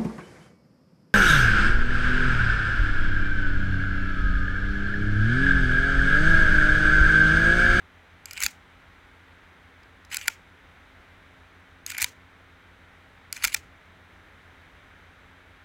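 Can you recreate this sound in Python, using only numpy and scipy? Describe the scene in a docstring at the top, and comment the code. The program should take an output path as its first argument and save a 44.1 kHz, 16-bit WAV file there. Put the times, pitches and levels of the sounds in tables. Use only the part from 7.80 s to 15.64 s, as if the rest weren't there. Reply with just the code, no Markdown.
"""Spring-loaded scoop in a quiet room

A metal scoop is squeezed four times close to a microphone: clicks of rack teeth and stops ring its modes,
the sweeper scrapes in stick-slip grains, and the table jolts as damped low swings with dull thuds.
The walls answer with faint shaped noise, over filtered air hiss and the beating sines of two fans."""
import sys
import numpy as np
from scipy import signal
from scipy.fft import rfft, irfft
from scipy.io import wavfile
from scipy.ndimage import uniform_filter1d

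SR = 44100
rng = np.random.default_rng(int(sys.argv[2]) if len(sys.argv) > 2 else 0)


def unload_wav(signal):
    """Save mono or channel-first audio to the path in sys.argv[1] as 16-bit WAV at rate SR, clipped to [-1, 1]."""
    wavfile.write(
        sys.argv[1],
        SR,
        np.round(np.clip(np.atleast_2d(signal).T, -1, 1) * 32767).astype(np.int16),
    )


def makeup_ratio(level_db):
    """Linear amplitude ratio for a level in decibels (20 dB per factor of ten)."""
    decades = np.asarray(level_db, float) / 20
    return 10 ** decades


N = 345744

# Clicks of rack teeth and stops. Each row: start in seconds, peak in dB before the bass cut,
# bowl ring in dB and treble in dB, both against the modes near 5500 Hz.
CLICK_ROWS = [(0.4566, -23, -7, -1), (0.51, -24, -6, -3.5), (0.5331, -25.5, -4, 3.5),
              (0.5701, -27, 7.5, -9), (0.5763, -23, 0, -12), (0.6042, -14.5, -4, 6), (0.6249, -14.5, -4, 1),
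              (0.635, -9.5, -6.5, -4), (0.637, -7.5, -3.5, 11.5), (0.6427, -15, -11, 4),
              (0.6445, -14.5, -4, 1.5), (0.6635, -4.5, -4, -1.5), (2.0322, -50, -14.5, -18),
              (2.2495, -41.5, -9, -12), (2.3145, -28.5, 14, 2), (2.3448, -12.5, -0.5, 3.5),
              (2.359, -29.5, -1, -1), (2.369, -11, -7.5, -3.5), (2.383, -29.5, 9, -4.5),
              (2.4132, -26.5, 2, -7.5), (2.475, -23.5, -4, 0.5), (2.4806, -13.5, 2, -3.5),
              (2.4809, -4, 0.5, 0.5), (4.0636, -19, -17, -5.5), (4.0759, -32, 1, 4.5),
              (4.1027, -19, -1.5, 0.5), (4.1172, -29.5, -11, -5), (4.1197, -22.5, 4.5, -0.5),
              (4.1799, -18, -12.5, 3), (4.1824, -13, 4, 7.5), (4.2003, -22.5, 2.5, -10),
              (4.2074, -18, 2, 0), (4.21, -21, -4, -0.5), (4.218, -8, -12, 4.5), (4.2201, -4.5, 4.5, 3.5),
              (4.226, -8, -3, 6), (4.236, -21.5, -15.5, 2.5), (4.2435, -7, 1.5, 1.5),
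              (5.527, -11.5, -8.5, 3.5), (5.5666, -27.5, 0, -4.5), (5.6235, -28, 3.5, -3),
              (5.6368, -17.5, -2, -3), (5.6411, -5.5, -4.5, 1.5), (5.641, -8.5, 5.5, -6),
              (5.6474, -6, -6, -1.5), (5.6507, -7, 4.5, 3.5), (5.674, -18, -8, -0.5),
              (5.6797, -21.5, 3.5, -2.5), (5.7394, -25.5, -2, -2.5), (5.7443, -9, -3, 0.5),
              (5.746, -4.5, -3, -5)]
# Sweeper sliding, one list a squeeze. Each row: time in seconds, nominal bowl scrape in dB,
# treble against it in dB.
SCRAPE_ROWS = [
    [(0.462, -58, -6), (0.51, -51.5, -4.5), (0.55, -48.5, -9), (0.575, -41, -7), (0.588, -43, -9),
     (0.615, -37, -5.5), (0.65, -32, 4), (0.668, -40.5, -9)],
    [(2.295, -63, -9), (2.312, -46.5, -2), (2.33, -34, -8), (2.36, -43.5, -3), (2.408, -51, -2.5),
     (2.42, -41, -3), (2.45, -45, -11.5), (2.483, -37.5, -5.5)],
    [(4.068, -47.5, -5), (4.098, -46, 3.5), (4.138, -46.5, -6), (4.157, -41.5, -12.5), (4.175, -42.5, -11),
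     (4.205, -34.5, -6), (4.23, -34.5, 0), (4.246, -34, -6)],
    [(5.53, -57.5, -0.5), (5.566, -46, 1.5), (5.595, -52.5, -8.5), (5.622, -36.5, -10.5), (5.645, -33, 1),
     (5.662, -44, -3.5), (5.675, -46, 5.5), (5.712, -49.5, -8.5), (5.748, -39, 3)],
]
# Modes of the steel scoop, damped by paste and hand. Each row: frequency in Hz, relative level in dB,
# t60 in seconds before the damping factor.
SCOOP_MODES = [(870, -25.5, 0.049), (1458, -7, .021), (1960, 4.5, 0.0052), (2350, 0.1, 0.014),
               (2869, -2.5, 0.0086), (3565, -9, 0.014), (4120, -5, .011), (4590, -6, 0.014),
               (5100, -7.5, 0.017), (6280, -0.5, .009), (7080, -2.5, 0.016), (7970, -4, 0.013),
               (7880, -10, 0.0047), (9750, -11.5, 0.015), (10770, -9.5, 0.02), (11700, -17, .008),
               (13010, -14, .009), (12800, -9.5, 0.009), (14100, -11, 0.011), (14770, -17, .008),
               (16400, -19, .02)]
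# Dull jolts through the table. Each row: start in seconds, peak of the swing in dB, frequency in Hz,
# t60 in seconds.
JOLT_ROWS = [(0.641, -39.5, 60, 0.076), (3.191, -55, 55, .12), (4.216, -43.5, 75.5, 0.128),
             (5.644, -45, 47.8, 0.187), (5.777, -48, 73, 0.11), (5.829, -50.5, 51, 0.35)]
# Colour of the wall sound. Each row: frequency in Hz, relative density in dB per Hz.
WALL_COLOUR_DB = [(700, -13), (1400, -1), (2300, 5), (3500, -8), (7000, -3.5), (9500, -14), (15800, -16.5)]
# Colour of air hiss and microphone noise. Each row: frequency in Hz, relative density in dB per Hz.
AIR_COLOUR_DB = [(12, -25.5), (20, -1), (55, 9.5), (104, 3), (134, 0.5), (222, -1), (300, -2), (372, -2),
                 (678, -3.5), (1140, -2.5), (1410, 1.15), (2210, -1.5), (2650, -8.5), (3760, -11),
                 (4520, -20.5), (5610, -24), (8940, -29), (13500, -33), (16000, -34.5)]
# Speed of the faster fan. 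Each row: time in seconds, turns per second in Hz.
FAST_FAN_HZ = [(0, 88.45), (1.5, 88.72), (3.3, 88.9), (5, 89.0), (6.5, 89.12), (7.84, 89.3)]
# Tones of the faster fan. Each row: multiple of its speed, mean level in dB rms.
FAST_ORDERS_DB = [(1, -64), (2, -72.5), (3, -69.5), (7, -82), (9, -76.5), (10, -81.5), (12, -80.5),
                  (18, -74), (20, -80), (21, -79), (22, -79.5), (23, -81.5), (35, -80), (43, -86),
                  (66, -97), (67, -96.5), (68, -89), (70, -93)]
# Speed of the slower fan. Each row: time in seconds, turns per second in Hz.
SLOW_SPEED_HZ = [(0, 81.95), (2, 82.1), (3, 82.3), (4.7, 82.6), (5.5, 82.35), (7.84, 82.45)]

# contacts of a -19.5 dB click last RATTLE_MS; slope is dB of length per dB of peak
RATTLE_MS, RATTLE_SLOPE, BUILD_MS = 1.3, -0.25, 0.9
MODE_RISE_CYCLES = 0.51
WALL_S, WALL_SPREAD_S, WALL_DB = 0.019, 0.0032, -24.5
TAIL_T60_S, TAIL_DB = 0.19, -24
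AIR_DB, SLOW_FAN_DB = -54, -65
IN_PHASE_S = 3.184  # both fan fundamentals start a cycle here
WOBBLE_HZ = 0.066  # unsteady speed of the fast shaft
TOP_HZ = 15900


def colour(x, hz, db):
    """Shapes the spectrum by points joined on a log axis."""
    f_hz = np.maximum(np.fft.rfftfreq(len(x), 1 / SR), 1)
    gain_db = np.interp(np.log(f_hz), np.log(hz), db)
    return irfft(rfft(x) * makeup_ratio(gain_db), len(x))


def level(x, db):
    """Sets the rms level."""
    return x * makeup_ratio(db) / np.sqrt(np.mean(x ** 2))


def walk(rate_hz):
    """Random levels held 1 / rate_hz s and slewed twice; spread near 1."""
    k = int(SR / rate_hz)
    held = np.repeat(rng.standard_normal(N // k + 1), k)
    return 1.3 * uniform_filter1d(uniform_filter1d(held, k), k)[:N]


def rings(detune=0., damping=0.92):
    """Decaying ring of each scoop mode, one row a mode; grip and paste shift and damp them."""
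    t = np.arange(1500) / SR
    hz, db, t60_s = (c[:, None] for c in np.transpose(SCOOP_MODES))
    tone = np.sin(2 * np.pi * hz * (1 + detune) * t)
    decay = np.exp(-np.log(1000) * damping * t / t60_s)
    rise = 1 - np.exp(-t * hz / MODE_RISE_CYCLES)
    return makeup_ratio(db) * tone * decay * rise


def clicks(scatter_db=-0.94, bowl_hz=2200, treble_hz=10500, crack_db=5.5, crack_ms=0.26):
    """Each click is a short rattle of contacts; where it lands sets the share of each mode."""
    out, hz = np.zeros(N), np.array(SCOOP_MODES)[:, 0]
    t_ms = np.arange(400) * 1000 / SR
    for s, db, bowl_db, treble_db in CLICK_ROWS:
        share_db = np.interp(np.log(hz), np.log([bowl_hz, 5500, treble_hz]), [bowl_db, 0, treble_db])
        share = makeup_ratio(share_db + scatter_db * rng.standard_normal(len(hz)))
        share = share * rng.choice([-1, 1], len(hz))
        detune = 0.045 * rng.standard_normal((len(hz), 1))
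        body = share @ rings(detune, damping=0.88 * (hz[:, None] / 1500) ** 0.27)

        # the many unresolved modes die at once: a broad crack with the same tilt
        crack = rng.standard_normal(len(t_ms)) * np.exp(-t_ms / crack_ms)
        crack = colour(crack, np.r_[600, hz[1:]], np.r_[share_db[0] - 17, share_db[1:]])
        body[:len(t_ms)] += makeup_ratio(crack_db) * crack * np.exp(-t_ms / 2)

        # a firm first contact; lesser ones gather and die away, a few standing out
        length_ms = RATTLE_MS * makeup_ratio(RATTLE_SLOPE * (db + 19.5))
        contacts = rng.standard_normal(len(t_ms)) * makeup_ratio(5.0 * rng.standard_normal(len(t_ms)))
        contacts *= np.exp(-(t_ms / length_ms) ** 2)
        contacts[0] = 3.0 * np.sqrt(np.abs(contacts).max())
        contacts[1:] *= 1 - np.exp(-t_ms[1:] / BUILD_MS)

        click = signal.fftconvolve(contacts, body)
        i = int(s * SR)
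        out[i:i + len(click)] += click * makeup_ratio(db) / np.abs(click).max()
    return out


def scrape(grain_db=5.5, judder_db=3.5, wander_db=3.5, split_hz=3200):
    """Dense juddering stick-slip grains; the moving contact favours now one mode, now another."""
    t, ring = np.arange(N) / SR, rings(damping=1.4)[:, :700]
    ring[:2] *= makeup_ratio(-11.0)  # sliding drives the lowest bowl modes less than a blow does
    high = np.array(SCOOP_MODES)[:, 0] > split_hz
    norm = np.where(high, np.linalg.norm(ring[high]), np.linalg.norm(ring[~high]))
    ring = ring / norm[:, None]
    out, judder = np.zeros(N), walk(300)
    wander = np.stack([walk(70) for _ in range(7)])
    for rows in SCRAPE_ROWS:
        s, db, treble_db = np.transpose(rows)
        on = np.flatnonzero((t > s[0]) & (t < s[-1]))
        gain = makeup_ratio(np.interp(t[on], s, db))
        treble = makeup_ratio(np.interp(t[on], s, treble_db))
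        slips_db = grain_db * rng.standard_normal(len(on)) + judder_db * judder[on]
        slips = level(makeup_ratio(slips_db), 0) * gain
        for k in range(len(ring)):
            force = slips * rng.standard_normal(len(on)) * makeup_ratio(wander_db * wander[k % 7, on])
            if high[k]:
                force = force * treble
            out[on[0]:on[0] + len(on) + 699] += signal.fftconvolve(force, ring[k])
    return out


def walls(x, split_hz=3200):
    """Smeared first echo, then a short tail; noise follows scoop power from all sides, evening its peaks."""
    t = np.arange(SR // 3) / SR
    echo = np.exp(-((t - WALL_S) / WALL_SPREAD_S) ** 2)
    tail = (t > WALL_S) * np.exp(-2 * np.log(1000) * t / TAIL_T60_S)
    power = makeup_ratio(2 * WALL_DB) * echo / echo.sum() + makeup_ratio(2 * TAIL_DB) * tail / tail.sum()
    diffuse = colour(rng.standard_normal(N), *np.transpose(WALL_COLOUR_DB))
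    out = 0
    for kind in ("low", "high"):
        band = signal.butter(4, split_hz, kind, fs=SR, output="sos")
        lingering = signal.oaconvolve(signal.sosfilt(band, x) ** 2, power)[:N]
        envelope = np.sqrt(np.maximum(lingering, 0)) * makeup_ratio(2.5 * walk(120))
        out = out + envelope * level(signal.sosfilt(band, diffuse), 0)
    return out


def jolts(rise_s=0.014, thud_db=-8.0, thud_hz=300, thud_s=0.012):
    """Low damped swings of the table top, each opened by a dull thud."""
    out, t = np.zeros(N), np.arange(SR // 3) / SR
    for s, db, hz, t60_s in JOLT_ROWS:
        swing = np.sin(2 * np.pi * hz * t) * np.exp(-np.log(1000) * t / t60_s)
        swing *= 1 - np.exp(-t / rise_s)
        noise = rng.standard_normal(len(t))
        thud = level(colour(noise, [150, thud_hz, 900, 2000], [-0.5, -5.0, -25.0, -71.0]), thud_db)
        thud *= np.e * t / thud_s * np.exp(-t / thud_s)  # envelope peaks at 1 after thud_s
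        i = int(s * SR)
        out[i:i + len(t)] += makeup_ratio(db) * (swing / np.abs(swing).max() + thud)
    return out


def air():
    """Smooth hiss: coloured noise, swelling a little."""
    hiss = colour(rng.standard_normal(N), *np.transpose(AIR_COLOUR_DB))
    return level(hiss, AIR_DB) * makeup_ratio(0.4 * walk(1.4))


def fans():
    """Two shafts at nearly equal speed beat six or seven times a second; the faster whines on high orders."""
    t = np.arange(N) / SR
    fast = np.cumsum(np.interp(t, *np.transpose(FAST_FAN_HZ))) / SR
    slow = np.cumsum(np.interp(t, *np.transpose(SLOW_SPEED_HZ))) / SR
    fast = fast + np.cumsum(WOBBLE_HZ * walk(4)) / SR
    fast, slow = (turns - turns[int(IN_PHASE_S * SR)] for turns in (fast, slow))
    hum = makeup_ratio(SLOW_FAN_DB + 1.2 * walk(2.5)) * np.sin(2 * np.pi * slow)
    for k, db in FAST_ORDERS_DB:
        hum = hum + makeup_ratio(db + 1.3 * walk(3)) * np.sin(2 * np.pi * round(k) * fast)
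    return np.sqrt(2) * hum  # rms to peak


def scene():
    """The scoop, its echo and the room."""
    # so small a body radiates almost no bass
    bass_cut = signal.butter(6, 740, "high", fs=SR, output="sos")
    scoop = signal.sosfilt(bass_cut, clicks() + scrape())
    return (scoop + walls(scoop) + jolts() + air() + fans())[None]


def low_pass(x):
    """Removes everything above the highest recorded frequency."""
    return signal.sosfilt(signal.butter(12, 16820, fs=SR, output="sos"), x)


def record(dry):
    """Cuts the top of the band."""
    cut = colour(dry[0], [TOP_HZ, 16100, 16800, 16900], [0, -15.5, -22, -79.5])
    return low_pass(cut[None])


dry = scene()
out = record(dry)
unload_wav(out)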